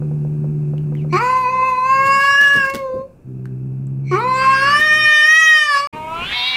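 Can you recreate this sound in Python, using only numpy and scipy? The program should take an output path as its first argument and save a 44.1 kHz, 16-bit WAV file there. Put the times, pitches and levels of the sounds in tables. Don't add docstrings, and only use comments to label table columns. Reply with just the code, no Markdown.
import sys
import numpy as np
from scipy import signal
from scipy.fft import rfft, irfft, next_fast_len
from scipy.io import wavfile
from scipy.ndimage import uniform_filter1d, minimum_filter1d

SR = 44100
rng = np.random.default_rng(int(sys.argv[2]) if len(sys.argv) > 2 else 0)


def wrap_up_sound(samples):
    columns = np.atleast_2d(samples).T
    tamed = np.clip(columns, -1, 1)
    steps = np.round(tamed * 32767).astype(np.int16)
    wavfile.write(sys.argv[1], SR, steps)


N = 289472

# time_s, rumble_db, hush_db, treble_db
ROOM_TONE = [(0, -56, -41, -66.5), (1.06, -50, -41.5, -68.5), (1.83, -47.5, -54, -56),
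             (2.1, -43, -53, -62.5), (3.2, -49, -48.5, -75.5), (4.81, -55, -43.5, -75.5),
             (5.61, -57.5, -64.5, -65), (6.23, -44, -35.5, -52), (6.57, -54, -81, -51)]
# frequency_hz, relative_level_db
RUMBLE_SPECTRUM = [(20, -39.5), (35, -26), (52, -1.5), (80, -4.5), (120, 0.5), (250, -10.5), (500, -51)]
HUSH_SPECTRUM = [(260, -2.5), (450, -5), (550, -13), (660, -14), (969, -21), (1740, -28.5), (1860, -38.5),
                 (2630, -24.5), (3300, -55.5), (4290, -75.5), (7260, -120)]
TREBLE_SPECTRUM = [(2500, -41), (3300, 0), (8000, 3), (15500, -6)]
ECHO_DB, ECHO_T60_S = -13, .3

# start_s, tone_peak_db, pitch_hz
TICKS = [(0.781, -34.5, 2880), (0.952, -31, 2065), (3.456, -28, 1570), (3.87, -42.5, 7760)]
TICK_T60_S = .009
# time_s, pitch_hz, level_db
SQUEAK = [(.965, 3200, -55), (.995, 2800, -55), (1.02, 2350, -49), (1.05, 2050, -68)]

TAP_STARTS = [0.02, 0.112, 0.249, 0.442, 0.735, 0.922, 1.046]
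TAP_DB, TAP_RISE_S = -19.5, .0015
# pitch_hz, relative_level_db, t60_s
WOOD_MODES = [(514, -7, 0.14), (553, 7, 0.012), (710, -9.5, 0.038), (950, -17.5, 0.11), (1250, -7.5, 0.015),
              (1470, -19, .03)]
# start_s, thud_db, swish_db, t60_s
SCUFFS_AND_THUDS = [(1.354, -58, -41.5, 0.43), (1.688, -47, -31.5, .08), (2.051, -24, -30, 0.17),
                    (2.2, -42, -30, 0.097), (2.403, -29.5, -21.5, 0.14), (2.436, -41, -26.5, .12),
                    (2.465, -47, -31, 0.25), (2.526, -37, -25, 0.092), (2.545, -22, -34, 0.31),
                    (2.641, -36, -31, 0.13), (2.696, -37, -14.5, 0.034), (2.736, -18.5, -23, 0.12),
                    (2.935, -25, -65, 0.29), (4.79, -26.5, -24, 0.14), (4.922, -50, -28, 0.13),
                    (5.11, -52, -32, 0.087), (5.927, -30, -80, 0.52), (6.171, -38, -70, 0.4)]
PUFF_RISE_S = .012
# frequency_hz, relative_level_db
THUD_SPECTRUM = [(40, -29), (120, 9), (300, -0.5), (500, -2.5), (900, -29), (2000, -56)]
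SWISH_SPECTRUM = [(300, -7.5), (1500, -6), (3000, -9.5), (6000, -12.5), (12000, -19), (15500, -18.5)]

# time_s, second_partial_hz (twice the pulse rate), its level_db, other_partials_db (re it)
GROWLS = [
    [(0.0, 149.7, -19.5, -12.5), (1.15, 148.7, -20, -12), (1.29, 130.5, -40.5, -2),
     (1.65, 124, -41.5, -1.5), (1.82, 122, -54.5, 4.5), (1.98, 125.3, -37.5, -2), (2.17, 129.5, -42, 2.5),
     (2.3, 121, -72, -13)],
    [(3.24, 124.3, -44, -25.5), (3.272, 128.1, -30, -7.5), (3.704, 131.6, -24.5, -11),
     (4.132, 138.6, -21.5, -15), (4.234, 128, -33, -3), (4.742, 126.1, -36.5, -0.5),
     (4.85, 119.7, -46, 3.5), (5.05, 119.6, -36.5, -3), (5.16, 117, -60, -10)],
]
# frequency_hz, relative_level_db
CHEST_SPECTRUM = [(50, -31.5), (75, -14), (200, 7), (290, -3.5), (380, 1.5), (460, -23.5), (700, -39),
                  (1500, -33), (2500, -48.5)]

# start_s, end_s, level_db
INTAKES = [(1.085, 1.191, -20.5), (4.024, 4.185, -26)]
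# frequency_hz, width_hz, relative_level_db
PARTING_RESONANCES = [(2270, 210, 8), (4240, 240, -7), (5860, 520, -10.5), (7650, 690, -21)]

# time_s, pitch_hz,
# # jaw_hz (first mouth resonance), voice_db, fundamental_db, overtones_db, breath_db (re the voice as a whole)
YOWLS = [
    [(1.125, 349.3, 1093, -22.5, -23, -31.5, -19), (1.157, 370, 1150, -13.5, -17.5, -38, -17),
     (1.185, 428, 1314, -16, -36.5, -38, -12), (1.228, 484, 1139, -18, -27, -39.5, -26),
     (1.31, 514, 1142, -13, -27.5, -39.5, -24.5), (1.42, 509.3, 1074, -16.5, -34.5, -45, -32),
     (1.47, 497.3, 1040, -13.5, -28.5, -48, -32), (1.51, 513, 1040, -18.5, -31, -50.5, -31),
     (1.68, 521, 997, -11.5, -31, -47.5, -41), (1.72, 509.3, 1050, -16, -34.5, -49.5, -36),
     (1.82, 512.3, 1014, -14.5, -34.5, -52.5, -42), (1.91, 531.3, 1200, -13.5, -35.5, -41, -36.5),
     (2.02, 541.4, 1330, -15, -27.5, -40.5, -41.5), (2.24, 556.4, 1420, -11, -28, -32, -34.5),
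     (2.423, 566.6, 1686, -10, -38, -38, -30.5), (2.557, 562.8, 1609, -10.5, -35.5, -42, -36),
     (2.65, 539.4, 1485, -16.5, -33.5, -40.5, -26), (2.77, 550, 1107, -33.5, -27.5, -52.5, -30),
     (2.895, 518.2, 1050, -32, -23.5, -61, -48.5), (3.02, 527, 1058, -38.5, -25, -67.5, -36.5),
     (3.065, 557, 1050, -71.5, -40, -89, -33.5), (3.12, 564, 1030, -81, -63.5, -91, -26.5)],
    [(4.112, 370, 1130, -26.5, -20.5, -41, -28), (4.14, 360.7, 1210, -17.5, -18, -40, -18),
     (4.18, 419.4, 1255, -18.5, -23, -43, -27), (4.215, 473.6, 1150, -21, -34.5, -42, -27),
     (4.258, 503, 1043, -16, -24, -46, -32.5), (4.342, 520.8, 1130, -14.5, -30.5, -37, -29.5),
     (4.44, 526.2, 1350, -17, -26.5, -35, -11), (4.48, 533.8, 1144, -10, -40, -34.5, -20),
     (4.592, 540, 1510, -18, -34, -32.5, -12), (4.645, 552.6, 1400, -12, -26, -32.5, -17),
     (4.714, 578.2, 1390, -13.5, -35, -30.5, -13.5), (4.818, 610.7, 1760, -12.5, -34.5, -32.5, -25),
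     (5.038, 614.2, 1775, -10, -38.5, -30, -44), (5.176, 604.8, 1775, -12.5, -39, -27, -38),
     (5.402, 639, 1900, -8, -43, -26.5, -51.5), (5.594, 613.2, 1823, -11, -41.5, -27, -44.5),
     (5.686, 589.5, 1525, -18.5, -40.5, -34.5, -40), (5.774, 559.5, 1350, -11.5, -32.5, -27.5, -20.5),
     (5.875, 580.7, 1220, -26, -37, -44.5, -30)],
    [(5.925, 299.8, 950, -35, -48, -42, -24.5), (5.95, 306.6, 1026, -31, -47, -38.5, -25),
     (6.061, 315, 1003, -27, -51, -42.5, -20), (6.161, 332.2, 1274, -24.5, -52, -36.5, -23),
     (6.217, 347, 1200, -28, -55, -30.5, -12), (6.28, 388, 1690, -37, -50, -32, -8.5),
     (6.33, 422, 1880, -33.5, -69, -28.5, -4), (6.37, 437, 1900, -58, -65, -56, -8)],
    [(6.31, 472.3, 1000, -43, -60, -15, -14), (6.355, 486.4, 995, -35, -57, -24, -12),
     (6.4, 488, 1000, -32, -49, -22, -16), (6.478, 509.4, 1050, -35, -53.5, -20.5, -15),
     (6.564, 513, 1060, -40, -48, -21.5, -11.5)],
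]
LOW_PARTIALS = [5, 5, 4, 3]
# start_db, end_db (re their neighbours)
PAIRING = [(-60, -60), (-60, -60), (-34, -6), (3, 8)]
# frequency_hz, relative_level_db
MOUTHS = [
    [(1290, -46), (2200, -16), (2510, -15), (2790, 3), (3200, -27), (4000, -28), (4550, -13), (5150, -12),
     (6060, -36), (7250, -19), (9340, -35), (13800, -38), (15500, -42)],
    [(1350, -29), (2300, 1), (3800, -13), (4050, -25), (4640, -29), (5670, -12), (6870, -29), (8790, -37),
     (9370, -29), (10600, -28), (12000, -45), (13800, -39), (15500, -58)],
    [(1400, -10), (1850, -17), (2150, 0), (2550, 0), (3000, -12), (3500, -16), (4200, -28), (9000, -40),
     (15500, -50)],
    [(1500, -22), (1850, -18), (2250, 2), (2550, -8), (2800, -1), (3020, -16), (3300, -2), (3850, 0),
     (4400, -6), (4800, -14), (5600, -26), (8000, -44), (15500, -60)],
]
MOUTHS_AT_HZ = [1377, 1910, 990, 1062]
TOP_DB = [-56.5, -48, -65, -51]
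FIZZ_DB = [-2, -5, -4.5, -6]
RISES_S = [.003, .003, .003, .05]
# time_s, tongue_hz, level_db (re the first)
TONGUE = [(1.13, 1890, -18), (1.2, 2020, -13), (1.32, 2000, -21), (1.5, 2380, -11), (1.799, 2427, -15),
          (2.0, 2263, -15.5), (2.24, 2410, -16.5), (2.449, 2800, -11.5), (2.65, 2500, -15.5),
          (2.8, 2070, -1.5), (2.87, 2200, -35), (4.12, 1900, -16.5), (4.25, 2070, -16), (4.5, 2360, -14),
          (4.72, 2584, -17.5), (5.04, 2550, -6), (5.399, 2620, -10), (5.6, 2848, -6), (5.75, 2220, -27.5),
          (5.93, 2180, -6), (6.56, 2300, -1)]
# frequency_hz, relative_level_db
BREATH_SPECTRUM = [(150, 1.5), (400, -10.5), (1000, -6), (1400, 1.5), (2500, 8), (3300, -10.5),
                   (5000, -39.5), (15000, -62.5)]
TOP_SPECTRUM = [(7000, -26.5), (8500, -3.5), (10000, 0), (12000, -20.5), (13000, -1.5), (14500, -5),
                (15500, -3)]
TOP_FOLLOWS = 1
STRETCH = 0.56
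JAW_WIDTH_HZ, JAW_STEEPNESS, TONGUE_WIDTH_HZ = 247, 1.455, 563
TILT_DB = -1.5
STEADY_SCATTER, BREATHY_SCATTER, ONSET_SCATTER, SETTLE_S = .0018, .013, .013, .07
WAVER = .003

# start_s, end_s, fade_in_s
DROPOUT = (5.873, 5.926, 0.0086)
LIMIT_DB, EDGE_HZ = -3.8, 15700


def amp(db):
    return 10 ** (np.asarray(db) / 20)


def evened(x):
    return x / np.sqrt(np.mean(x ** 2) + 1e-20)


def read(points, hz):
    f, value = np.transpose(points)
    return np.interp(np.log(hz + 1), np.log(f + 1), value)


def add(mix, s, sound):
    part = mix[round(s * SR):][:len(sound)]
    part += sound[:len(part)]


def coloured(x, points):
    size = next_fast_len(len(x))
    gain = amp(read(points, np.fft.rfftfreq(size, 1 / SR)))
    return evened(irfft(rfft(x, size) * gain, size)[:len(x)])


def wander(length, size):
    once = uniform_filter1d(rng.standard_normal(length), size)
    return evened(uniform_filter1d(once, size))


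def played(rows):
    s, *columns = np.transpose(rows)
    t = np.arange(s[0], s[-1], 1 / SR)
    return s[0], [np.interp(t, s, c) for c in columns]


def resonate(x, hz, width):
    turn = np.exp(2j * np.pi * np.cumsum(hz * np.ones(len(x))) / SR)
    r = np.exp(-np.pi * width / SR)
    return 2 * (turn * signal.lfilter([1 - r], [1, -r], x / turn)).real


def room_tone():
    out = np.zeros(N)
    _, levels = played(ROOM_TONE)
    for db, spectrum in zip(levels, (RUMBLE_SPECTRUM, HUSH_SPECTRUM, TREBLE_SPECTRUM)):
        add(out, 0, amp(db) * coloured(rng.standard_normal(len(db)), spectrum))
    return out


def echo(x):
    t = np.arange(SR // 2) / SR
    reflections = coloured(rng.standard_normal(len(t)), [(100, -6.5), (2000, -4.5), (10000, -10.0)])
    tail = reflections * amp(-60 * t / ECHO_T60_S) * (t > .006)
    return signal.oaconvolve(x, tail / np.linalg.norm(tail))[:N]


def ticks():
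    out, t = np.zeros(N), np.arange(SR // 10) / SR
    for s, db, hz in TICKS:
        decay = amp(-60 * t / 0.0092) + 0.19 * amp(-60 * t / .09)
        snap = signal.lfilter([.4], [1, -.6], 0.29 * rng.standard_normal(len(t)) * decay)
        tone = np.sin(2 * np.pi * hz * t) * amp(-60 * t / TICK_T60_S)
        add(out, s, amp(db) * (tone + snap))
    s, (hz, db) = played(SQUEAK)
    add(out, s, amp(db) * evened(resonate(rng.standard_normal(len(hz)), hz, 60)))
    return out


def taps():
    out, t = np.zeros(N), np.arange(SR // 4) / SR
    for s in TAP_STARTS:
        chance = rng.random((len(WOOD_MODES), 2))
        ring = sum(amp(level - 60 * t / t60 + 5.8 * a) * np.sin(2 * np.pi * hz * (.95 + 0.07 * b) * t)
                   for (hz, level, t60), (a, b) in zip(WOOD_MODES, chance))
        add(out, s, amp(TAP_DB) * ring / abs(ring).max() * np.minimum(t / TAP_RISE_S, 1))
    return out


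def scuffs_and_thuds():
    out, t = np.zeros(N), np.arange(SR // 4) / SR
    for s, thud_db, swish_db, t60 in SCUFFS_AND_THUDS:
        low, high = rng.standard_normal((2, len(t)))
        grains = high * amp(4 * wander(len(t), size=60))
        puff = amp(thud_db) * coloured(low, THUD_SPECTRUM) + amp(swish_db) * coloured(grains, SWISH_SPECTRUM)
        add(out, s, puff * amp(-60 * t / max(t60, .01)) * np.minimum(t / PUFF_RISE_S, 1))
    return out


def growl(rows, jitter=0.017, wobble_db=1.0, rasp_db=-10):
    s, (hz, db, rest_db) = played(rows)
    length = len(hz)
    turns = np.cumsum(hz / 2 * (1 + jitter * wander(length, size=300))) / SR
    hum = np.sqrt(2) * np.cos(4 * np.pi * turns) * amp(wobble_db * wander(length, size=250))
    rest = sum(amp(2.5 * wander(length, size=1200)) * np.cos(2 * np.pi * (k * turns + .07 * k * k))
               for k in range(1, 14) if k != 2)
    rasp = (0.22 + np.exp(-(turns % 1) / 0.16)) * rng.standard_normal(length)
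    body = coloured(rest, CHEST_SPECTRUM) + amp(rasp_db) * coloured(rasp, CHEST_SPECTRUM)
    return s, amp(db) * (hum + amp(rest_db) * body) * signal.windows.tukey(length, .005)


def intake(start, end, db):
    air = rng.standard_normal(round((end - start) * SR))
    hiss = sum(amp(level) * resonate(resonate(air, hz, width), hz, width)
               for hz, width, level in PARTING_RESONANCES)
    swell = np.linspace(0, 1, len(air))
    return start, amp(db) * evened(hiss) * swell ** 2 * np.minimum(6 * (1 - swell), 1)


def mouth_gain(hz, jaw_hz, tongue_hz, tongue_db):
    first = (1 + 2j * (hz - jaw_hz) / JAW_WIDTH_HZ) ** -JAW_STEEPNESS
    second = amp(tongue_db) / (1 + 2j * (hz - tongue_hz) / TONGUE_WIDTH_HZ)
    return abs(first + second) * amp(TILT_DB * np.log2(hz / jaw_hz))


def yowl(rows, count, pairing, mouth, mouth_at_hz, top_db, fizz_db, rise_s,
         flutter_db=4, shimmer_db=1.5, ring_db=2, spread=0.01):
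    s, (hz, jaw_hz, voice_db, hum_db, high_db, breath_db) = played(rows)
    t, half_hz = np.arange(len(hz)) / SR, hz / 2

    scatter = STEADY_SCATTER + BREATHY_SCATTER * amp(breath_db) + ONSET_SCATTER * np.exp(-t / SETTLE_S)
    drift = scatter * wander(len(t), size=120) + WAVER * wander(len(t), size=2000)
    pairs = np.cumsum(half_hz * (1 + drift)) / SR
    paired = amp(np.linspace(*pairing, len(t)))

    when, *tongue = np.transpose(TONGUE)
    tongue = [np.interp(s + t, when, column) for column in tongue]
    shape = np.array([mouth_gain(k * hz, jaw_hz, *tongue) for k in range(2, count + 1)])
    gains = [amp(hum_db), *(amp(voice_db) * shape / np.linalg.norm(shape, axis=0))]
    low = 0
    for k, gain in enumerate(gains, 1):
        partial = np.cos(4 * np.pi * k * pairs + 1.1 * k * k)
        half_line = np.minimum(paired, .6) * np.cos(2 * np.pi * (2 * k - 1) * pairs + k)
        low = low + gain * amp(shimmer_db * wander(len(t), size=400)) * (partial + half_line)

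    step = 1 if paired.max() > .01 else 2
    stretch = (mouth_at_hz / jaw_hz) ** STRETCH
    high, power = 0, 0
    for k in range(2 * count + step, 70, step):
        colour = amp(read(mouth, k * half_hz * stretch)) * (k * half_hz < EDGE_HZ)
        colour = colour * (paired if k % 2 else 1)
        flutter = amp(flutter_db * wander(len(t), size=1600))
        high = high + colour * flutter * np.cos(2 * np.pi * (k * pairs + spread * k * k))
        power = power + colour ** 2

    effort = np.sqrt(amp(voice_db) ** 2 + amp(hum_db) ** 2 + amp(high_db) ** 2)
    puffs = (.5 + np.exp(-(2 * pairs % 1) / 0.46)) * rng.standard_normal((2, len(t)))
    breath = coloured(puffs[0], BREATH_SPECTRUM)
    breath = evened(breath + amp(ring_db) * evened(resonate(breath, jaw_hz, 170)))
    fizz = amp(fizz_db + 0.28 * breath_db) * coloured(puffs[1], mouth)
    voice = np.sqrt(2) * (low + amp(high_db) * (high / np.sqrt(power) + fizz))
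    top = coloured(puffs[1], TOP_SPECTRUM) * amp(3 * wander(len(t), size=700))
    voice = voice + amp(top_db + TOP_FOLLOWS * (voice_db - voice_db.max())) * top
    onset, release = np.minimum(t / rise_s, 1), np.minimum(t[::-1] / .001, 1)
    return s, (voice + amp(breath_db) * effort * breath) * onset * release


def scene():
    echoed = taps() + scuffs_and_thuds() + ticks()
    for row in zip(YOWLS, LOW_PARTIALS, PAIRING, MOUTHS, MOUTHS_AT_HZ, TOP_DB, FIZZ_DB, RISES_S):
        add(echoed, *yowl(*row))
    for row in INTAKES:
        add(echoed, *intake(*row))
    near = echoed + amp(ECHO_DB) * echo(echoed)
    for rows in GROWLS:
        add(near, *growl(rows))
    return (near + room_tone())[None]


def record(dry):
    crest = uniform_filter1d(-minimum_filter1d(-abs(dry), size=600), size=500)
    held = dry / np.maximum(crest / amp(LIMIT_DB), 1) ** .85
    t = np.arange(N) / SR
    start, end, fade = DROPOUT
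    before, after = np.clip((start - t) / 0.00064, 0, 1), np.clip((t - end) / fade, 0, 1)
    gated = held * np.maximum(before, after)
    lowpass = signal.firwin(511, EDGE_HZ, window=("kaiser", 9), fs=SR)
    return signal.oaconvolve(gated, lowpass[None], "same")


dry = scene()
out = record(dry)
wrap_up_sound(out)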